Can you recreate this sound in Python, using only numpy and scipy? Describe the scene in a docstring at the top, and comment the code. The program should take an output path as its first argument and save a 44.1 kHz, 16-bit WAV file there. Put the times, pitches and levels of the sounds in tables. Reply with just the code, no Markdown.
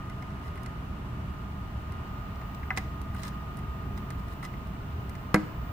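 """Ventilation rumbles and hisses through a small office, with a motor whine and a thin electronic whistle.
Over it fingers press a ribbon-cable plug into a round plastic housing: contacts crack and ring the shell,
skin and cable rub. The plug seats with a push that reaches the desk; the housing is turned over, then set
down on the desk, where it bounces. Noise bursts, taps and slips ring the shell's decaying sine modes;
smooth pushes ring the desk's. Two close microphone ports hear the treble differently."""
import sys
import numpy as np
from scipy import signal
from scipy.fft import rfft, irfft, next_fast_len
from scipy.io import wavfile
from scipy.ndimage import uniform_filter1d

SR = 44100
rng = np.random.default_rng(int(sys.argv[2]) if len(sys.argv) > 2 else 0)


def int16_out(signal):
    """Quantize to a 16-bit WAV file."""
    q = np.round(np.clip(np.atleast_2d(signal).T, -1, 1) * 32767)
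    wavfile.write(sys.argv[1], SR, q.astype(np.int16))


def nominal_scale(level):
    """Amplitude ratio for a level in decibels (scalar or array-like)."""
    x = np.asarray(level, float) / 20
    return 10 ** x


N = 252252
T = np.arange(N) / SR

# plastic shell modes: (frequency [Hz], relative level [dB], t60 [s])
SHELL_MODES = [(757, -11.5, 0.085), (970, -16, 0.078), (1193, -2.5, 0.021), (1303, -2, 0.034),
               (1472, -2, 0.03), (1612, -5.5, 0.03), (1778, -6, 0.039), (2038, 0.5, 0.04),
               (2150, -3.5, 0.033), (2384, -3, 0.018), (2890, -35, 0.014), (4280, -33, 0.024),
               (5230, -30, 0.017)]
# small ribs that colour crackle and rubbing: (frequency [Hz], width [Hz], gain [dB])
RIB_PEAKS = [(4000, 520, 6.5), (5140, 320, 7), (9100, 1600, 4)]


def gains(points, hz):
    """Spectrum points joined on a log-frequency axis."""
    f, v = np.transpose(points)
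    return np.interp(np.log(hz + 1e-9), np.log(np.maximum(f, 1)), v)


def bumps(peaks, hz):
    """Sum of resonance peaks in dB."""
    return sum(db / (1 + (2 * (hz - f) / width) ** 2) for f, width, db in peaks)


def level(x, db):
    """Scale to an rms level."""
    return x * nominal_scale(db) / np.sqrt(np.mean(x ** 2))


def peak(x, db):
    """Scale a stereo event so that its middle peaks at a level."""
    return x * nominal_scale(db) / np.max(np.abs(x.mean(axis=0)))


def walk(rate_hz):
    """Random levels held 1 / rate_hz s and slewed twice; rms near 0.8."""
    k = int(SR / rate_hz)
    held = np.repeat(rng.standard_normal(N // k + 1), k)
    return 1.11 * uniform_filter1d(uniform_filter1d(held, k), k)[:N]


def band(x, lo_hz, hi_hz):
    """Band-pass filter."""
    sos = signal.butter(2, [lo_hz, min(hi_hz, .45 * SR)], "bandpass", fs=SR, output="sos")
    return signal.sosfilt(sos, x)


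def add(out, s, x):
    """Mix an event in at a time."""
    i = int(s * SR)
    out[:, i:i + x.shape[1]] += x[:, :N - i]


def ring(modes, near_hz, reach, scatter_db, spread):
    """One blow's ring: modes lose reach dB per squared octave from near_hz; the ports differ in phase."""
    onset_s = .0008
    hz, db, t60_s = np.transpose(modes)[:, :, None]
    chance = rng.standard_normal((2, len(modes), 1))
    t = T[:int(.3 * SR)]
    spot_db = -reach * np.log2(hz / near_hz) ** 2
    decay = nominal_scale(db + spot_db + scatter_db * chance[0] - 60 * t / t60_s)
    decay = decay * np.minimum(t / onset_s, 1) ** 2
    lead = np.tanh(spread * chance[1] * hz / 2000)
    phase = 2 * np.pi * hz * t
    return np.array([np.sum(decay * np.sin(phase + side * lead), axis=0) for side in (1, -1)])


def contacts():
    """Each contact: a burst of crackle in two bands, and the shell's modes struck by a tap and that burst."""
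    # (time [s], crack peak [dB], sparkle peak [dB re crack], shell ring peak at 1.3-2.6 kHz [dB re crack])
    contact_events = [(0.0975, -47.5, -2, 6), (0.224, -48, -3, 7), (0.3044, -55, -2, 8), (0.556, -54, 4, 8),
                      (0.5753, -55.5, 2, 11.5), (0.632, -49, 3, -8), (0.6607, -40.5, -2.5, 1),
                      (1.921, -50.5, 1, 3), (2.358, -52, -12, -2), (2.414, -52, -14, 8.5),
                      (2.547, -45.5, -9, -8), (2.631, -58.5, -6, 19), (2.7048, -49.5, -5, 29),
                      (2.765, -42, -10, -13), (2.7736, -23.5, -6, -1), (3.0148, -47.5, 3.5, -3),
                      (3.1470, -64.5, 17, 24), (3.233, -33.5, -8, -5.5), (3.25, -43, -7, 0),
                      (3.2792, -40, 2.5, -14), (3.57, -47.5, 1.5, -10), (3.589, -48, 0, -3),
                      (3.9757, -43, -13, -1), (4.1038, -40.5, 0.5, 0.5), (4.4277, -54, -13, 15),
                      (4.45, -36.5, -7, -1), (4.538, -59, -14, 18), (4.671, -54, 3, -9),
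                      (5.094, -43.5, -1.5, -3), (5.152, -46.5, -5, 2), (5.3427, -20.5, -4, 5.5),
                      (5.3578, -38.5, -1, 13)]
    crack_t60_s, crack_rise_s = 0.028, 0.00031
    spot_hz, spot_scatter_octaves = 1900, .15  # where fingers strike the shell
    out = np.zeros((2, N))
    t = T[:int(.12 * SR)]
    ribs = nominal_scale(bumps(RIB_PEAKS, np.arange(len(t) // 2 + 1) * SR / len(t)))
    fade = nominal_scale(-60 * t / crack_t60_s) * np.minimum(t / crack_rise_s, 1)
    first_instant = np.arange(len(t)) == 0
    for s, db, sparkle_db, shell_db in contact_events:
        noise = irfft(rfft(rng.standard_normal((3, len(t)))) * ribs, len(t))
        burst = (noise[:2] + 0.44 * noise[2]) * fade  # third noise is common to both ports
        crack = peak(band(band(burst, 1800, 9000), 2160, 10600), db)
        sparkle = peak(band(band(burst, 7800, 12400), 4900, 16900), db + sparkle_db)
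        # a firm tap at the first instant, then the crackle keeps feeding the shell
        drive = 0.1 * burst.mean(axis=0) - 1.8 * first_instant
        near_hz = spot_hz * 2 ** (spot_scatter_octaves * rng.standard_normal())
        modes = ring(SHELL_MODES, near_hz, reach=1.2, scatter_db=3.0, spread=0.47)
        shell = signal.fftconvolve(modes, drive[None], axes=1)
        shell_peak = np.max(np.abs(band(shell.mean(axis=0), 1300, 2600)))
        add(out, s, crack + sparkle)
        add(out, s, shell * nominal_scale(db + shell_db) / shell_peak)
    return out


def rubbing():
    """Dense tiny slips, coloured by the shell, while skin or cable slides."""
    # (start [s], length [s], hiss level at let-go [dB rms], shell body [dB re hiss])
    strokes = [(0.418, 0.065, -55, -1), (2.76, 0.022, -41, 0.5), (3.135, 0.069, -50, -3),
               (3.214, 0.067, -44, -14), (3.557, .035, -61, -8), (3.965, .015, -51, -2),
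               (4.173, .022, -54, -7), (4.265, 0.069, -54, 0), (4.423, 0.025, -43, 1)]
    # hiss spectrum: (frequency [Hz], relative level [dB per Hz])
    rub_colour = [(710, -4), (1200, 0.5), (1670, 1), (2030, -7), (3180, -10.5), (5090, -15.5),
                  (6440, -16.5), (15500, -20)]
    # a stroke grips, builds up while it drags, then dies away
    grip_s, build_db, let_go_t60_s = 0.0088, 5.5, 0.085
    hz = np.arange(N // 2 + 1) * SR / N
    slips = rng.standard_normal((2, N)) * nominal_scale(3.0 * walk(400))
    hiss = irfft(rfft(slips) * nominal_scale(gains(rub_colour, hz) + bumps(RIB_PEAKS, hz)), N)
    modes = ring(SHELL_MODES, 1800, reach=1.0, scatter_db=3, spread=0)
    body = signal.fftconvolve(slips, modes, axes=1)[:, :N]
    drag, press = np.zeros(N), np.zeros(N)
    for s, length_s, db, body_db in strokes:
        before = np.clip(1 - (T - s) / length_s, 0, 1)
        after_s = np.maximum(T - s - length_s, 0)
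        grip = np.clip((T - s) / grip_s, 0, 1)
        stroke = grip * nominal_scale(db - build_db * before - 60 * after_s / let_go_t60_s)
        drag += stroke
        press += stroke * nominal_scale(body_db)
    return drag * level(hiss, 0) + press * level(body, 0)


def desk_pushes():
    """A half-sine push rings the desk top; the whole rim is struck, so the shell sounds its lower modes."""
    # plug seats, housing lands, bounces: (time [s], desk peak [dB], contact [ms], shell peak [dB])
    pushes = [(2.775, -28.5, 1.4, -25), (5.3437, -6.5, 1.38, -27), (5.36, -18, 1, -29)]
    # desk-top modes: (frequency [Hz], relative level [dB], t60 [s])
    desk_modes = [(140, -31, 0.24), (172, -2.5, 0.077), (205, -6, 0.24), (268, -4.5, 0.044),
                  (310.5, -7, 0.3), (380, -0.5, 0.036), (472, 2, 0.051), (620, -5, 0.071), (786, -3, 0.094),
                  (964, -8, 0.068), (1010, -5, 0.061)]
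    out = np.zeros((2, N))
    for s, db, contact_ms, shell_db in pushes:
        push = np.sin(np.pi * np.minimum(T[:400] / (contact_ms / 1000), 1))
        modes = ring(desk_modes, 300, reach=0, scatter_db=1, spread=1.0)
        desk = signal.fftconvolve(modes, push[None], axes=1)
        add(out, s, peak(desk, db))
        shell = ring(SHELL_MODES, 700, reach=7.4, scatter_db=4, spread=0.69)
        # the rim touches a moment before the weight arrives
        add(out, s - .001, -peak(shell, shell_db))
    return out


def room(x):
    """A short diffuse tail of decaying noise that starts after 4 ms, duller than the direct sound."""
    room_t60_s, room_db = 0.52, -18
    t = T[:int(.4 * SR)]
    tail = rng.standard_normal((2, len(t))) * nominal_scale(-60 * t / room_t60_s) * (t > .004)
    tail = band(tail, 200, 8000)
    tail = tail / np.sqrt(np.sum(tail[0] ** 2))
    return nominal_scale(room_db) * signal.fftconvolve(x, tail, axes=1)[:, :N]


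def ventilation():
    """Diffuse air noise: nearly the same at both ports in the bass, mostly unlike in the treble."""
    # spectra: (frequency [Hz], relative level [dB per Hz]); overall levels [dB rms]
    rumble, rumble_db = [(8.8, -31), (15, -44), (21, -10), (37, -8), (64, 2), (135, -8), (162, -8.5),
                         (197, -7.5), (229, -13), (296, -15), (325, -19.5), (383, -18.5), (560, -31),
                         (730, -40), (1230, -120)], -36
    air_hiss, air_hiss_db = [(280, -35), (480, -10.5), (549, -11.5), (644, -5), (756, -7.5), (875, -5),
                             (1090, -8.5), (1220, -2.5), (1300, -4.5), (1430, -12), (2540, -17),
                             (2910, -17.5), (3170, -21.5), (9000, -43), (11700, -61), (19800, -120)], -47
    # duct resonances in both: (frequency [Hz], width [Hz], gain [dB])
    duct = [(128, 22, 6), (197.6, 8.9, 2.5), (590, 17, 1), (1043, 64, 5.5), (1150, 43, -1), (1424, 90, 7),
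            (1840, 89, 3), (2890, 89, 4.5)]
    # how alike the ports hear the air: (frequency [Hz], correlation [-1..1])
    likeness = [(100, 0.99), (210, 0.96), (320, 0.57), (420, 0.85), (520, -0.26), (640, 0.84), (800, 0.28),
                (1100, 0.13), (1240, -0.56), (1550, -0.061), (2000, -0.2), (2400, 0.08), (3400, 0.16),
                (5000, -0.32)]
    # port balance: (frequency [Hz], left minus right [dB])
    balance = [(60, -1), (110, 0.5), (200, -1.5), (380, -2), (700, -0.5), (1290, -2.5), (2380, 0.0),
               (4400, 5), (8120, -3), (15000, 32)]
    size = next_fast_len(N)
    hz = np.arange(size // 2 + 1) * SR / size
    like = np.clip(gains(likeness, hz), -.999, .999)
    duct_db = bumps(duct, hz)
    side_of = np.array([[1], [-1]])
    out = 0
    for colour, db, wander_db in ((rumble, rumble_db, .8), (air_hiss, air_hiss_db, .4)):
        mid, side = rfft(rng.standard_normal((2, size)))
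        ports = np.sqrt(1 + like) * mid + side_of * np.sqrt(1 - like) * side
        shape = nominal_scale(gains(colour, hz) + duct_db + side_of * gains(balance, hz) / 2)
        noise = irfft(ports * shape, size)[:, :N]
        out = out + level(noise, db) * nominal_scale(wander_db * walk(3.75))
    return out


def tones():
    """Motor whine with its neighbours, and a thin whistle near the top of hearing with a fuzzy edge."""
    # (frequency [Hz], level before swell [dB rms], pitch waver [Hz per walk unit],
    #  level waver [dB per walk unit], left lead [rad])
    steady_tones = [(662, -67, 1.2, 2.2, .1), (1187, -64, .8, 3, .6), (1225, -67, .8, 2.2, .6),
                    (1890, -70, 2.5, 3, .6), (1235, -52.5, .4, 1.2, .9), (15158, -70, 9, 2.2, 1.2)]
    # slow swell: (time [s], motor whine gain [dB], whistle gain [dB])
    swell_points = [(0, 1.5, -12), (1.2, -3, -7), (2.4, 1.5, 4), (3.1, 2, 1), (4.2, 1.7, 4), (4.7, -5.5, 0),
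                    (5.72, -1, 6)]
    s, whine_db, whistle_db = np.transpose(swell_points)
    out = 0
    for hz, db, waver_hz, waver_db, lead in steady_tones:
        is_whistle = hz > 5000
        phase = 2 * np.pi * np.cumsum(hz + waver_hz * walk(9 + hz / 700)) / SR
        swell_db = np.interp(T, s, whistle_db if is_whistle else whine_db)
        flutter = 1 + .22 * walk(300) * is_whistle
        size = np.sqrt(2) * nominal_scale(db + swell_db + waver_db * walk(12)) * flutter
        out = out + size * np.sin(phase + np.array([[lead], [-lead]]) / 2)
    return out


def self_noise():
    """Each microphone port's own electronic hiss: independent shaped noise."""
    # (frequency [Hz], relative level [dB per Hz])
    noise_colour = [(6000, -2.5), (10000, -4.5), (12000, -7), (14900, 1), (15600, -3.5)]
    hz = np.arange(N // 2 + 1) * SR / N
    noise = irfft(rfft(rng.standard_normal((2, N))) * nominal_scale(gains(noise_colour, hz)), N)
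    return level(noise, -64.5)


def scene():
    """Handling close by, in the room, over the ventilation and tones."""
    near = contacts() + rubbing() + desk_pushes()
    return near + room(near) + ventilation() + tones()


def roll_off(x):
    """The treble ends steeply here."""
    return signal.sosfilt(signal.butter(12, 16180, fs=SR, output="sos"), x)


def record(dry):
    """The recorder adds its hiss and cuts the top with a steep low-pass."""
    top_hz = 15600
    low_pass = signal.ellip(8, .2, 60, top_hz, fs=SR, output="sos")
    mix = signal.sosfilt(low_pass, dry + self_noise())
    return roll_off(mix)


dry = scene()
out = record(dry)
int16_out(out)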